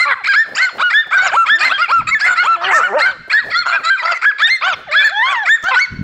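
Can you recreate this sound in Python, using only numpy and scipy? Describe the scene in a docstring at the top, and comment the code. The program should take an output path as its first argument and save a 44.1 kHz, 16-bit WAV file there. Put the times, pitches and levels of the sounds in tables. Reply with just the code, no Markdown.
"""On a dirt path, three dogs shriek, yap, yelp and bark at a lizard, with a whine and a low moan between.
Each sharp call is an arch of pitch: the vocal folds start hoarse, often jump register, clear at the top
and slide away, coloured by throat and mouth. Paws scuff the dust, grass rustles and dry stalks crack.
The brush answers faintly; the hand-held microphone rumbles and a limiter levels the loudest calls."""
import sys
import numpy as np
from scipy import signal
from scipy.fft import rfft, irfft, next_fast_len
from scipy.io import wavfile
from scipy.ndimage import uniform_filter1d, minimum_filter1d, map_coordinates

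SR = 44100
rng = np.random.default_rng(int(sys.argv[2]) if len(sys.argv) > 2 else 0)


def digitize_waveform(pressure):
    """Quantize a signal to 16-bit integers and store it at the path in sys.argv[1].

    Rows of a 2-D input are taken as channels; values are limited to [-1, 1].
    """
    field = np.atleast_2d(pressure).T
    bounded = np.clip(field, -1, 1)
    quanta = np.round(bounded * 32767).astype(np.int16)
    wavfile.write(sys.argv[1], SR, quanta)


N = 265923
TOP_HZ = 15800
# Dull hiss of dust and of outdoor air: (frequency [Hz], level [dB])
SOFT_HISS = [(30, -31), (90, -14.5), (600, -1), (2000, -23.5), (12000, -41.5)]
# The arch that yelps and squawks share
YELP_ARCH = dict(climb_bend=1.5, drop_bend=3.1, sag_db=9, fade_db=22.5, kink=.4, let_go_db=2,
                 clear_db=4.5, tail=1.4)


def amp(db):
    """Decibels to gain."""
    return np.exp(np.asarray(db) * (np.log(10) / 20))


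def along(points, hz):
    """(Hz, value) points read on a log axis."""
    f, v = np.transpose(points)
    return np.interp(np.log(hz + 1), np.log(f + 1), v)


def wobble(rate, size):
    """A smooth random curve with rate knots a second."""
    knots = rng.standard_normal(int(size * rate / SR) + 4)
    return map_coordinates(knots, [np.arange(size) * rate / SR], mode="nearest")


def wander(count, rate, size):
    """A stack of count random zigzags with rate knots a second."""
    at, part = np.divmod(np.arange(size) * rate / SR, 1)
    at = at.astype(int)
    knots = np.float32(rng.standard_normal((count, at[-1] + 2)))
    return knots[:, at] + np.diff(knots)[:, at] * np.float32(part)


def coloured(x, spectrum):
    """x shaped by a spectrum, at rms 1."""
    m = next_fast_len(len(x) + 1024)
    shaped = irfft(rfft(x, m) * amp(along(spectrum, np.fft.rfftfreq(m, 1 / SR))), m)[:len(x)]
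    return shaped / np.sqrt(np.mean(shaped ** 2) + 1e-20)


def add(track, s, sound):
    """Mix a sound into the track from time s on."""
    at = round(s * SR) + np.arange(len(sound))
    inside = (at >= 0) & (at < len(track))
    track[at[inside]] += sound[inside]


def arch(row, climb_bend, drop_bend, sag_db, fade_db, kink, let_go_db, clear_db=0, tail=1):
    """One push of air: the voice scoops up, breaks into a clear top, lets go and slides away."""
    start, rise, fall, top_hz, climb, drop, break_s, leap, tone_db, rasp_db, late_rasp_db, _ = row
    switch_s, lead_s = .003, .04  # a register change; how long before the top the push eases
    let_go = .57  # share of the fall after which the folds release
    t = np.arange(0, rise + fall * tail, 1 / 1000)
    climbing, falling = np.clip(1 - t / rise, 0, 1), np.maximum((t - rise) / fall, 0)
    chest = (1 - np.tanh((t - break_s) / switch_s)) / 2
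    released = (1 + np.tanh((t - rise - let_go * fall) / switch_s)) / 2
    # Higher bends flatten the top; kink blends in straight glides with sharp corners.
    rounded = climb * climbing ** climb_bend + drop * falling ** drop_bend
    straight = climb * np.maximum(1 - t / break_s, 0) + drop * np.maximum(falling - let_go, 0) / (1 - let_go)
    octaves_down = np.minimum((1 - kink) * rounded + kink * straight + leap * chest, 2)
    slack = np.maximum(octaves_down, 0) * (1 - .32 * chest)  # the chest register carries low notes better
    easing = np.clip((t - rise + lead_s) / (fall + lead_s), 0, 1)
    push_db = -fade_db * easing ** 3.3 - let_go_db * released
    tone = tone_db + push_db - sag_db * slack + clear_db * (1 - chest)
    rasp = chest * rasp_db + (1 - chest) * late_rasp_db + push_db
    return np.transpose([start + t, top_hz / 2 ** octaves_down, tone, rasp, chest])


def throat_of(voice):
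    """The resonances of throat and mouth for one kind of call."""
    # Open mouth: (frequency [Hz], shriek [dB], yelp [dB], yap [dB], bark [dB])
    open_mouth = [(266, -39.5, -25, -11, -19.5), (453, -13.5, -8, -5.5, -18.5), (703, 0.5, -16.5, 2.5, -4),
                  (1094, -1.5, 0, 8, 8), (1554, 1.5, 16, 14.5, 7), (1750, 8.5, 8, -12, -2),
                  (2385, 4.5, 16.5, 2.5, 1), (2665, 2, -10, -8.5, -8), (3270, -17.5, -6, -10, -15.5),
                  (4565, -11.5, -3, -19.5, -22.5), (5650, -16.5, -27.5, -30, -29.5),
                  (5988, -32.5, -31.5, -39, -35.5), (7270, -12, -15.5, -18, -18.5),
                  (8520, -32, -34.5, -35, -26), (8540, -45.5, -42.5, -38.5, -24.5),
                  (16000, -48.5, -36.5, -53.5, -50.5)]
    # Nearly closed muzzle: (frequency [Hz], level [dB])
    muzzle = [(300, -20), (580, 9.5), (1100, 2.5), (1800, 8.5), (2500, -14), (3400, -2.5), (4500, -36.5),
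              (6000, -32), (12000, -55.5)]
    if voice == "muzzle":
        return muzzle
    column = 1 + ("shriek", "yelp", "yap", "bark").index(voice)
    return [(row[0], row[column]) for row in open_mouth]


def call(contour, voice, slope_db, doubling, jitter, rasp_db, breath_db, chaos,
         treble_db=0, bite_db=-60, fray=.27, ripple_db=6, growl=.3):
    """Vocal folds turn chaotic as rasp takes over, heard through the mouth; gives (start, sound)."""
    # The blast of air that opens a call: (frequency [Hz], level [dB])
    blast = [(400, -25.5), (1000, -3.5), (1500, -3), (2300, -2), (3100, -14.5), (4500, -10), (5500, -13.5),
             (6200, -35.5), (7600, -16), (8900, -45.5), (15000, -58.5)]
    fade_s, swell_s, bite_s = .005, .021, .041
    slip_hz, growl_hz, ripple_spacing_hz = 260, 134.1, 328.3
    s, *curves = np.transpose(contour)
    t = np.arange(s.min() - fade_s, s.max() + fade_s, 1 / SR)
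    n, age = len(t), t - t[0]
    pitch, tone, rasp, chest = [uniform_filter1d(np.interp(t, s, c), size=120) for c in curves]
    # A wide-open mouth lifts the treble band.
    throat, blast = [[(hz, db + treble_db * (2900 < hz < 6000)) for hz, db in colour]
                     for colour in (throat_of(voice), blast)]
    hoarse = 1 / (1 + amp(tone - rasp))
    order = np.arange(.5, min(11, TOP_HZ / pitch.max()), .5)[:, None]
    halfway = order % 1 > 0  # paired cycles sound between the harmonics
    # Hoarse folds lurch in pitch as well as trembling from cycle to cycle.
    lurch = .016 * wobble(80, n)
    quaver = .005 * (wobble(52.6, n) + wobble(120, n))
    pitch = pitch * (1 + quaver + hoarse * chaos * (lurch + jitter * wobble(350, n)))
    phase = np.float32(order * (2 * np.pi * np.cumsum(pitch) / SR) + rng.uniform(0, 2 * np.pi, order.shape))
    slip = wander(len(order), slip_hz, n)
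    # Gliding overtones flare and break in the mouth's narrow peaks and dips.
    grid = np.arange(0, TOP_HZ, 40)
    ripple = ripple_db * wander(1, SR * 40 / ripple_spacing_hz, len(grid))[0]
    mouth_db = along(throat, grid) + ripple * np.clip(grid / 2900, 0, 1) ** 2
    flicker_db = 7 * wander(len(order), 45, n) * (order > 1)
    mouth = amp(np.interp(order * pitch, grid, mouth_db) + flicker_db)
    # Regular vibration: harmonics grow duller once the push of air is spent.
    spent_db = (tone.max() - tone) * (t > t[tone.argmax()])
    tilt_db = slope_db * (1 - hoarse) - .086 * np.minimum(spent_db, 20)
    clean = mouth * amp(tilt_db * np.log2(np.maximum(order, 1)))
    clean *= np.where(halfway, doubling * np.maximum(hoarse, chest), 1)
    voiced = partials(clean, np.sin(phase + fray * (order - 1) * slip))
    # Rough vibration: cycles pair up and slip; low partials keep a core, high ones smear into noise.
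    ragged = mouth * np.where(halfway, doubling, 1) * np.minimum(order, 1)
    rattle = partials(ragged, np.cos(phase + chaos * np.sqrt(order) * slip))
    # Air escapes in puffs, one for each pair of cycles; the first blast bites before the folds settle.
    puffs = 1 + np.cos(phase[0])
    breath = amp(breath_db) * coloured(puffs * rng.standard_normal(n), throat)
    bite = coloured(puffs * rng.standard_normal(n), blast)
    bite *= amp(bite_db + tone.max()) * np.exp(-(age / bite_s) ** 2)
    judder = amp(2 * wobble(130, n))
    shimmer_db = 3 * hoarse * wobble(300, n)
    sound = voiced * amp(tone + shimmer_db) + judder * ((rattle + breath) * amp(rasp + rasp_db) + bite)
    # Loose tissue above the folds flaps, chopping the voice into uneven beats.
    flap = 2 * np.pi * np.cumsum(growl_hz * (1 + .2 * wobble(90, n))) / SR
    sound *= 1 + growl * hoarse * np.cos(flap)
    swell = 1 - np.exp(-age / swell_s)
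    gate = np.clip(np.minimum(age, t[-1] - t) / (2 * fade_s), 0, 1)
    return t[0], sound * swell * np.sin(gate * np.pi / 2) ** 2


def partials(gains, waves):
    """Weighted waves summed at steady power."""
    return (gains * waves).sum(0) / np.sqrt((gains ** 2).sum(0) / 2)


def volley(rows, shape, voice, **folds):
    """A track of arched calls, one for each row."""
    track = np.zeros(N)
    for row in rows:
        add(track, *call(arch(row, **shape), voice, treble_db=row[-1], **folds))
    return track


def muzzled(points, rasp_offset_db, slope_db):
    """One long call from relaxed folds through a nearly closed muzzle, its rasp far under its tone."""
    contour = [(s, hz, db, db + rasp_offset_db, 0) for s, hz, db in points]
    track = np.zeros(N)
    add(track, *call(contour, "muzzle", slope_db, doubling=.04, jitter=.006, rasp_db=0,
                     breath_db=-15, chaos=.8, fray=.06, ripple_db=3))
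    return track


def shrieks():
    """Thin, high calls: the folds ring nearly pure at the top."""
    # Shrieks: (start [s], rise [s], fall [s], top [Hz], climb [oct], drop [oct], break after start [s],
    # leap [oct], tone [dB], early rasp [dB], late rasp [dB], treble [dB])
    calls = [ (-.04, 0.067, 0.041, 2089, 0.28, 0.7, 0.027, 0.07, -9.5, -20, -17, 8.5),
             (.548, 0.09, 0.04, 2131, 1.25, 0.56, 0.046, 0, -11, -11.5, -15.5, 5.5),
             (1.165, 0.081, 0.013, 2246, 0.34, 0.031, 0.036, 0.036, -20, -21.5, -25, 5.5),
             (1.584, 0.081, 0.049, 2077, 1.2, 0.26, 0.062, -0.028, -11.5, -11, -7.5, 3),
             (2.108, 0.044, 0.044, 1768, .2, 0.21, .039, -0.37, -8, -46, -40.5, -4.5),
             (2.191, 0.042, 0.053, 1697, 1.4, 0.049, 0.025, -0.094, -11, -21, -18.5, 7.5),
             (2.241, 0.024, 0.041, 2078, 0.16, 0.2, 0.013, -0.03, -7, -9, -3, -1),
             (2.672, 0.051, 0.021, 2144, 0.0071, 0.1, 0.034, 0.15, -13, -19, -21.5, -12),
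             (2.981, 0.055, .045, 2118, 0.78, 0.45, .04, 0.12, -10, -10.5, -25, 2),
             (4.141, 0.016, 0.037, 2058, 0.16, 0.13, 0.014, -0.093, -15, -13.5, -10, -1.5),
             (4.468, 0.07, 0.049, 2113, 0.57, 0.34, 0.033, 0.068, -9, -29.5, -39, 4),
             (5.765, 0.068, 0.04, 2243, 0.96, 0.84, 0.031, 0.051, -10.5, -24, -30, 9.5), ]
    shape = dict(climb_bend=2.3, drop_bend=2.5, sag_db=15.5, fade_db=18.5, kink=.22, let_go_db=5)
    return volley(calls, shape, "shriek", slope_db=-2, doubling=.18, jitter=.016,
                  rasp_db=-8, breath_db=-3, chaos=1)


def yaps():
    """Raspy calls whose pitch turns sharp corners."""
    # Yaps: (start [s], rise [s], fall [s], top [Hz], climb [oct], drop [oct], break after start [s],
    # leap [oct], tone [dB], early rasp [dB], late rasp [dB], treble [dB])
    calls = [ (-.03, 0.057, 0.072, 1439, 0.46, 1.6, 0.05, 0.073, -18.5, -28.5, -45.5, 2),
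             (0.587, 0.044, 0.1, 1541, 0.25, 2, 0.026, 0.1, -15.5, -23.5, -28, 10),
             (0.781, 0.075, 0.077, 1463, 0.98, 1.3, .051, .03, -13, -17, -56, 7),
             (1.105, 0.081, 0.098, 1502, 1.1, 0.84, 0.045, 0.011, -15, -28.5, -20, 7),
             (1.316, 0.083, 0.078, 1356, 1.2, .85, 0.054, 0.076, -10.5, -18, -55.5, -5.5),
             (1.693, 0.061, 0.041, 1603, 0.55, 0.55, 0.041, 0.05, -17.5, -14.5, -32.5, 6),
             (1.88, 0.07, 0.099, 1366, .85, 2, .044, 0.06, -11.5, -18.5, -37, 2.5),
             (2.241, 0.044, 0.1, 1457, 0.089, 0.19, 0.033, 0.013, -21, -20, -15, 0.5),
             (2.421, .098, 0.07, 1357, 1.05, 1.7, 0.055, 0.043, -12.5, -19.5, -52.5, 0.5),
             (2.698, 0.066, 0.066, 1327, 1, 2.2, 0.045, 0.016, -11, -16, -29, -14.5),
             (2.792, 0.042, 0.076, 1472, .06, 1, .043, 0.11, -13, -14, -22.5, 1),
             (2.985, 0.1, 0.046, 1526, .3, 0.76, 0.07, 0.041, -17, -20, -16.5, 3.5), ]
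    shape = dict(climb_bend=2.2, drop_bend=2.2, sag_db=10, fade_db=13, kink=.8, let_go_db=6, clear_db=2.5)
    return volley(calls, shape, "yap", slope_db=-3, doubling=.44, jitter=.02,
                  rasp_db=2, breath_db=-11, chaos=.85, bite_db=-25)


def handling():
    """The hand on the microphone makes a lumpy rumble; fingers knock softly on the case."""
    # Swell of the rumble: (time [s], level [dB])
    grip = [(0, -54), (.95, -83.5), (1.15, -54), (1.45, -57), (1.921, -57), (2.0, -38), (2.14, -45.5),
            (2.23, -51), (2.32, -52.5), (2.9, -64), (3.21, -44.5), (3.33, -72.5), (3.481, -40),
            (3.619, -60), (4.5, -83), (4.8, -47.5), (4.92, -55.5), (5.86, -71.5), (5.925, -25.5),
            (5.965, -32.5), (6.018, -31)]
    # Colour of the rumble: (frequency [Hz], level [dB])
    colour = [(20, -13.5), (95, -4), (220, -6.5), (2000, -69.5)]
    # Finger knocks: (time [s], peak [dB])
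    knocks = [(5.993, -13.5), (6.014, -8)]
    knock_hz = 139.6
    level = np.interp(np.arange(N) / SR, *np.transpose(grip))
    rumble = coloured(rng.standard_normal(N), colour) * amp(level + 4 * wobble(25, N))
    spread = (np.pi * knock_hz * (np.arange(SR // 10) / SR - .05)) ** 2
    for s, db in knocks:
        add(rumble, s - .05, amp(db) * (1 - 2 * spread) * np.exp(-spread))
    return rumble


def outdoor_air():
    """A faint, steady hiss."""
    return amp(-56.5) * coloured(rng.standard_normal(N), SOFT_HISS)


def barks():
    """Low, rich calls, ragged from a hard-flapping throat."""
    # Barks: (start [s], rise [s], fall [s], top [Hz], climb [oct], drop [oct], break after start [s],
    # leap [oct], tone [dB], early rasp [dB], late rasp [dB], treble [dB])
    calls = [ (.052, 0.027, 0.065, 582, .1, 0.45, 0.055, 0.0046, -12, -21, -8, 3),
             (0.154, 0.015, 0.054, 531, 0.012, 0.55, 0.028, 0.01, -24.5, -26.5, -39, -11.5),
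             (1.216, 0.036, 0.06, 776, 0.12, 0.7, 0.031, 0, -21.5, -22.5, -15, -0.5),
             (2.611, 0.027, 0.066, 636.6, 0.058, 0.67, 0.013, 0.0067, -18.5, -16, -15.5, 9),
             (3.652, 0.039, 0.089, 702, 0.15, 0.16, 0.052, 0, -28, -13.5, -16.5, 7),
             (4.019, 0.096, 0.033, 698.4, 0.2, 0.23, 0.032, 0, -19.5, -16.5, -15.5, 2),
             (4.61, .073, 0.066, 765, 0.67, 0.6, 0.052, 0, -14.5, -18.5, -17.5, 6.5),
             (5.252, 0.065, 0.046, 789, .2, 0.96, 0.088, 0, -35.5, -18, -18, 7.5),
             (5.634, 0.064, 0.016, 774, 0.34, 0.068, 0.021, 0, -15, -37.5, -22, 11.5),
             (5.708, 0.013, 0.048, 528.5, 0.03, 0.56, 0.018, 0.0014, -9, -12, -19, 3), ]
    shape = dict(climb_bend=2.2, drop_bend=1.8, sag_db=2, fade_db=6, kink=0, let_go_db=2)
    return volley(calls, shape, "bark", slope_db=-3, doubling=.22, jitter=.016,
                  rasp_db=.5, breath_db=-17, chaos=.8, growl=.45)


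def yelps():
    """A bite of air opens each call; the voice clears, then trails off in a faint slide."""
    # Yelps: (start [s], rise [s], fall [s], top [Hz], climb [oct], drop [oct], break after start [s],
    # leap [oct], tone [dB], early rasp [dB], late rasp [dB], treble [dB])
    calls = [ (0.237, 0.056, 0.085, 1630, 1.15, 1.7, .05, 0.095, -13.5, -16.5, -22.5, 1),
             (.318, 0.094, 0.042, 1812, 0.68, 0.38, 0.04, 0.071, -12, -15.5, -54.5, 5.5),
             (0.899, 0.097, 0.045, 1812, 0.51, 0.41, .037, 0.18, -12, -14.5, -65, 3),
             (1.11, 0.026, 0.068, 1588, 0.46, 0.7, 0.0428, -0.026, -8.5, -37, -28, -8),
             (1.458, 0.088, 0.039, 1793, 0.58, 0.26, 0.038, .2, -9.5, -20, -38.5, 1),
             (1.602, 0.035, 0.04, 1630, 0.051, 0.12, 0.05, 0.37, -9, -18.5, -26, -6),
             (2.07, 0.03, .025, 1340, 0.072, 0.012, 0.037, 0.038, -15.5, -11, -28.5, -2),
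             (2.72, 0.043, 0.036, 1825, 0.17, 0.88, 0.0091, -0.19, -8.5, -18, -11.5, -14),
             (3.297, 0.1, 0.017, 1908, 0.73, 0.25, .038, 0.13, -10.5, -15, -20, -2.5),
             (3.323, 0.0075, 0.086, 1724, 0.0086, 0.45, 0.019, 0.047, -7.5, -17, -47, -1.5),
             (3.72, 0.0091, 0.081, 1616, 0.32, 0.68, 0.043, -0.066, -9.5, -31.5, -38, -13),
             (3.834, .08, 0.075, 1584, 0.11, 0.7, 0.067, 0.22, -12, -19, -30, 0),
             (3.977, 0.0014, 0.063, 1008, 0.014, 0.47, 0.018, -0.28, -15, -33, -30, 0.5),
             (4.214, 0.062, 0.057, 1697, 0.9, 1.3, .039, 0.35, -8.5, -17, -37, -3),
             (4.383, 0.087, 0.024, 1833, 0.49, 0.018, 0.039, 0.3, -11, -15, -26, 2),
             (4.912, 0.087, 0.043, 1740, 0.68, 0.72, 0.043, 0.13, -9, -22, -23.5, 2.5),
             (4.99, 0.063, 0.059, 1759, 0.18, 0.99, .055, 0.099, -10.5, -17, -13.5, -0.5),
             (5.452, 0.091, 0.036, 1834, 0.52, 0.45, .039, 0.17, -9, -21.5, -55, 1),
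             (5.742, 0.041, 0.03, 1484, 0.16, 0.13, 0.02, 0.07, -7, -39.5, -18, -1), ]
    return volley(calls, YELP_ARCH, "yelp", slope_db=-6, doubling=.68, jitter=.018,
                  rasp_db=0, breath_db=-12, chaos=.75, bite_db=-16)


def paws():
    """Paws scuff the dust in short swells of gritty noise."""
    # Scuffs: (time [s], length [s], level [dB])
    scuffs = [(.44, .16, -37), (.72, .09, -33), (1.05, .05, -41), (3.274, .018, -35), (3.43, .1, -32),
              (3.77, .07, -38), (4.75, .1, -40)]
    track = np.zeros(N)
    for s, length, db in scuffs:
        n = int(length * SR)
        grit = coloured(rng.standard_normal(n) * amp(2.5 * wobble(200, n)), SOFT_HISS)
        add(track, s, amp(db) * grit * np.sqrt(np.hanning(n)))
    return track


def grumble():
    """A faint, dark mutter behind the muzzle."""
    # Path of the grumble: (time [s], pitch [Hz], level [dB])
    points = [(1.5, 205.8, -38.5), (1.6, 370, -42), (1.68, 266.7, -42.5), (1.76, 324, -49.5),
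              (1.8, 260, -67)]
    return muzzled(points, rasp_offset_db=-11, slope_db=-29)


def squawks():
    """The folds settle into a clean paired cycle, with partials halfway between the harmonics."""
    # Squawks: (start [s], rise [s], fall [s], top [Hz], climb [oct], drop [oct], break after start [s],
    # leap [oct], tone [dB], early rasp [dB], late rasp [dB], treble [dB])
    calls = [ (1.778, 0.037, 0.059, 1416, 0.22, 0.38, 0.039, 0.086, -10.5, -27.5, -7, 4),
             (2.357, 0.057, 0.042, 1450, 0.54, 0.2, 0.019, -0.1, -12, -30.5, -9.5, 1),
             (3.5, 0.085, 0.071, 1436, 0.77, 0.71, 0.03, -0.33, -16.5, -12, -11, 3.5), ]
    return volley(calls, YELP_ARCH, "yelp", slope_db=-9.5, doubling=.83, jitter=.012,
                  rasp_db=-13, breath_db=-20, chaos=.14, bite_db=-13.5)


def moan():
    """A low voice swells and sinks behind the muzzle."""
    # Path of the moan: (time [s], pitch [Hz], level [dB])
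    points = [(2.43, 285.5, -40), (2.5, 367.2, -35), (2.6, 335.7, -27), (2.69, 395.2, -20.5),
              (2.78, 295.8, -17.5), (2.83, 180.3, -38.5), (2.925, 202, -19), (2.972, 312.4, -10),
              (3.0, 292.3, -19.5), (3.04, 234.7, -41), (3.17, 157, -39)]
    return muzzled(points, rasp_offset_db=-17.5, slope_db=-6)


def grass():
    """Dry grass is brushed aside with a bright, flickering hiss."""
    # Rustles: (time [s], length [s], level [dB])
    rustles = [(2.708, .11, -24.5)]
    # Colour of dry blades: (frequency [Hz], level [dB])
    colour = [(3000, -20), (5500, 0), (7800, 0), (9000, -28), (15000, -38)]
    track = np.zeros(N)
    for s, length, db in rustles:
        n = int(length * SR)
        hiss = coloured(rng.standard_normal(n) * amp(2 * wobble(180, n)), colour)
        add(track, s, amp(db) * np.hanning(n) * hiss)
    return track


def whine():
    """A bright, wavering voice squeezed through the muzzle."""
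    # Path of the whine: (time [s], pitch [Hz], level [dB])
    points = [(4.865, 933, -29.5), (4.895, 581.6, -25), (4.96, 660, -30), (5.085, 524.3, -44),
              (5.13, 785.4, -22), (5.22, 913, -10.5), (5.235, 1006, -11), (5.312, 1157, -17.5),
              (5.355, 980, -15.5), (5.435, 812, -19), (5.49, 565, -42.5)]
    return muzzled(points, rasp_offset_db=-16, slope_db=.5)


def twigs():
    """Dry stalks crack underfoot, each a tick of bright noise."""
    # Cracks: (time [s], level [dB])
    snaps = [(5.493, -33.5), (5.626, -33), (5.639, -24)]
    # Colour of a breaking stalk: (frequency [Hz], level [dB])
    colour = [(1000, -2.5), (3500, -20.5), (6500, -6), (8300, -18.5), (9500, -40), (15000, -26)]
    t60_s = .037
    track, t = np.zeros(N), np.arange(SR // 20) / SR
    for s, db in snaps:
        add(track, s, amp(db - 60 * t / t60_s) * coloured(rng.standard_normal(len(t)), colour))
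    return track


def brush(x):
    """Diffuse answer of bushes and trees, weak and short in the bass, which passes through the stalks."""
    # Colour of the echo: (frequency [Hz], level [dB])
    colour = [(300, -13.5), (800, 0), (1400, 6), (2000, 1), (4400, 4.5), (10000, -4.5)]
    # Decay of the echo: (frequency [Hz], t60 [s])
    decay = [(300, .3), (800, .55), (1700, 0.89), (4400, 1), (10000, 1)]
    hz, t, noise = signal.stft(rng.standard_normal(SR), SR, nperseg=256)
    tail_db = along(colour, hz)[:, None] - 60 * t / along(decay, hz)[:, None]
    tail = signal.istft(noise * amp(tail_db), SR, nperseg=256)[1]
    return signal.fftconvolve(x, tail / np.linalg.norm(tail))[:N]


def scene():
    """The dogs on the path and their echo, over handling noise and air."""
    dogs = shrieks() + yelps() + squawks() + yaps() + barks() + whine() + moan() + grumble()
    near = dogs + paws() + twigs() + grass()
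    echo = amp(-19.5) * brush(near)
    return (near + echo + handling() + outdoor_air())[None]


def record(dry):
    """A fast limiter ducks the mix under the loudest calls; stray peaks clip and the top end is cut."""
    ceiling = .62
    level = np.sqrt(2 * np.abs(uniform_filter1d(dry ** 2, size=70)))
    needed = np.minimum(1, ceiling / (level + 1e-9))
    gain = uniform_filter1d(minimum_filter1d(needed, size=260), size=200)
    held = np.clip(dry * gain, -.87, .87)
    m = next_fast_len(N + SR)
    return irfft(rfft(held, m) * (np.fft.rfftfreq(m, 1 / SR) < TOP_HZ), m)[:, :N]


dry = scene()
out = record(dry)
digitize_waveform(out)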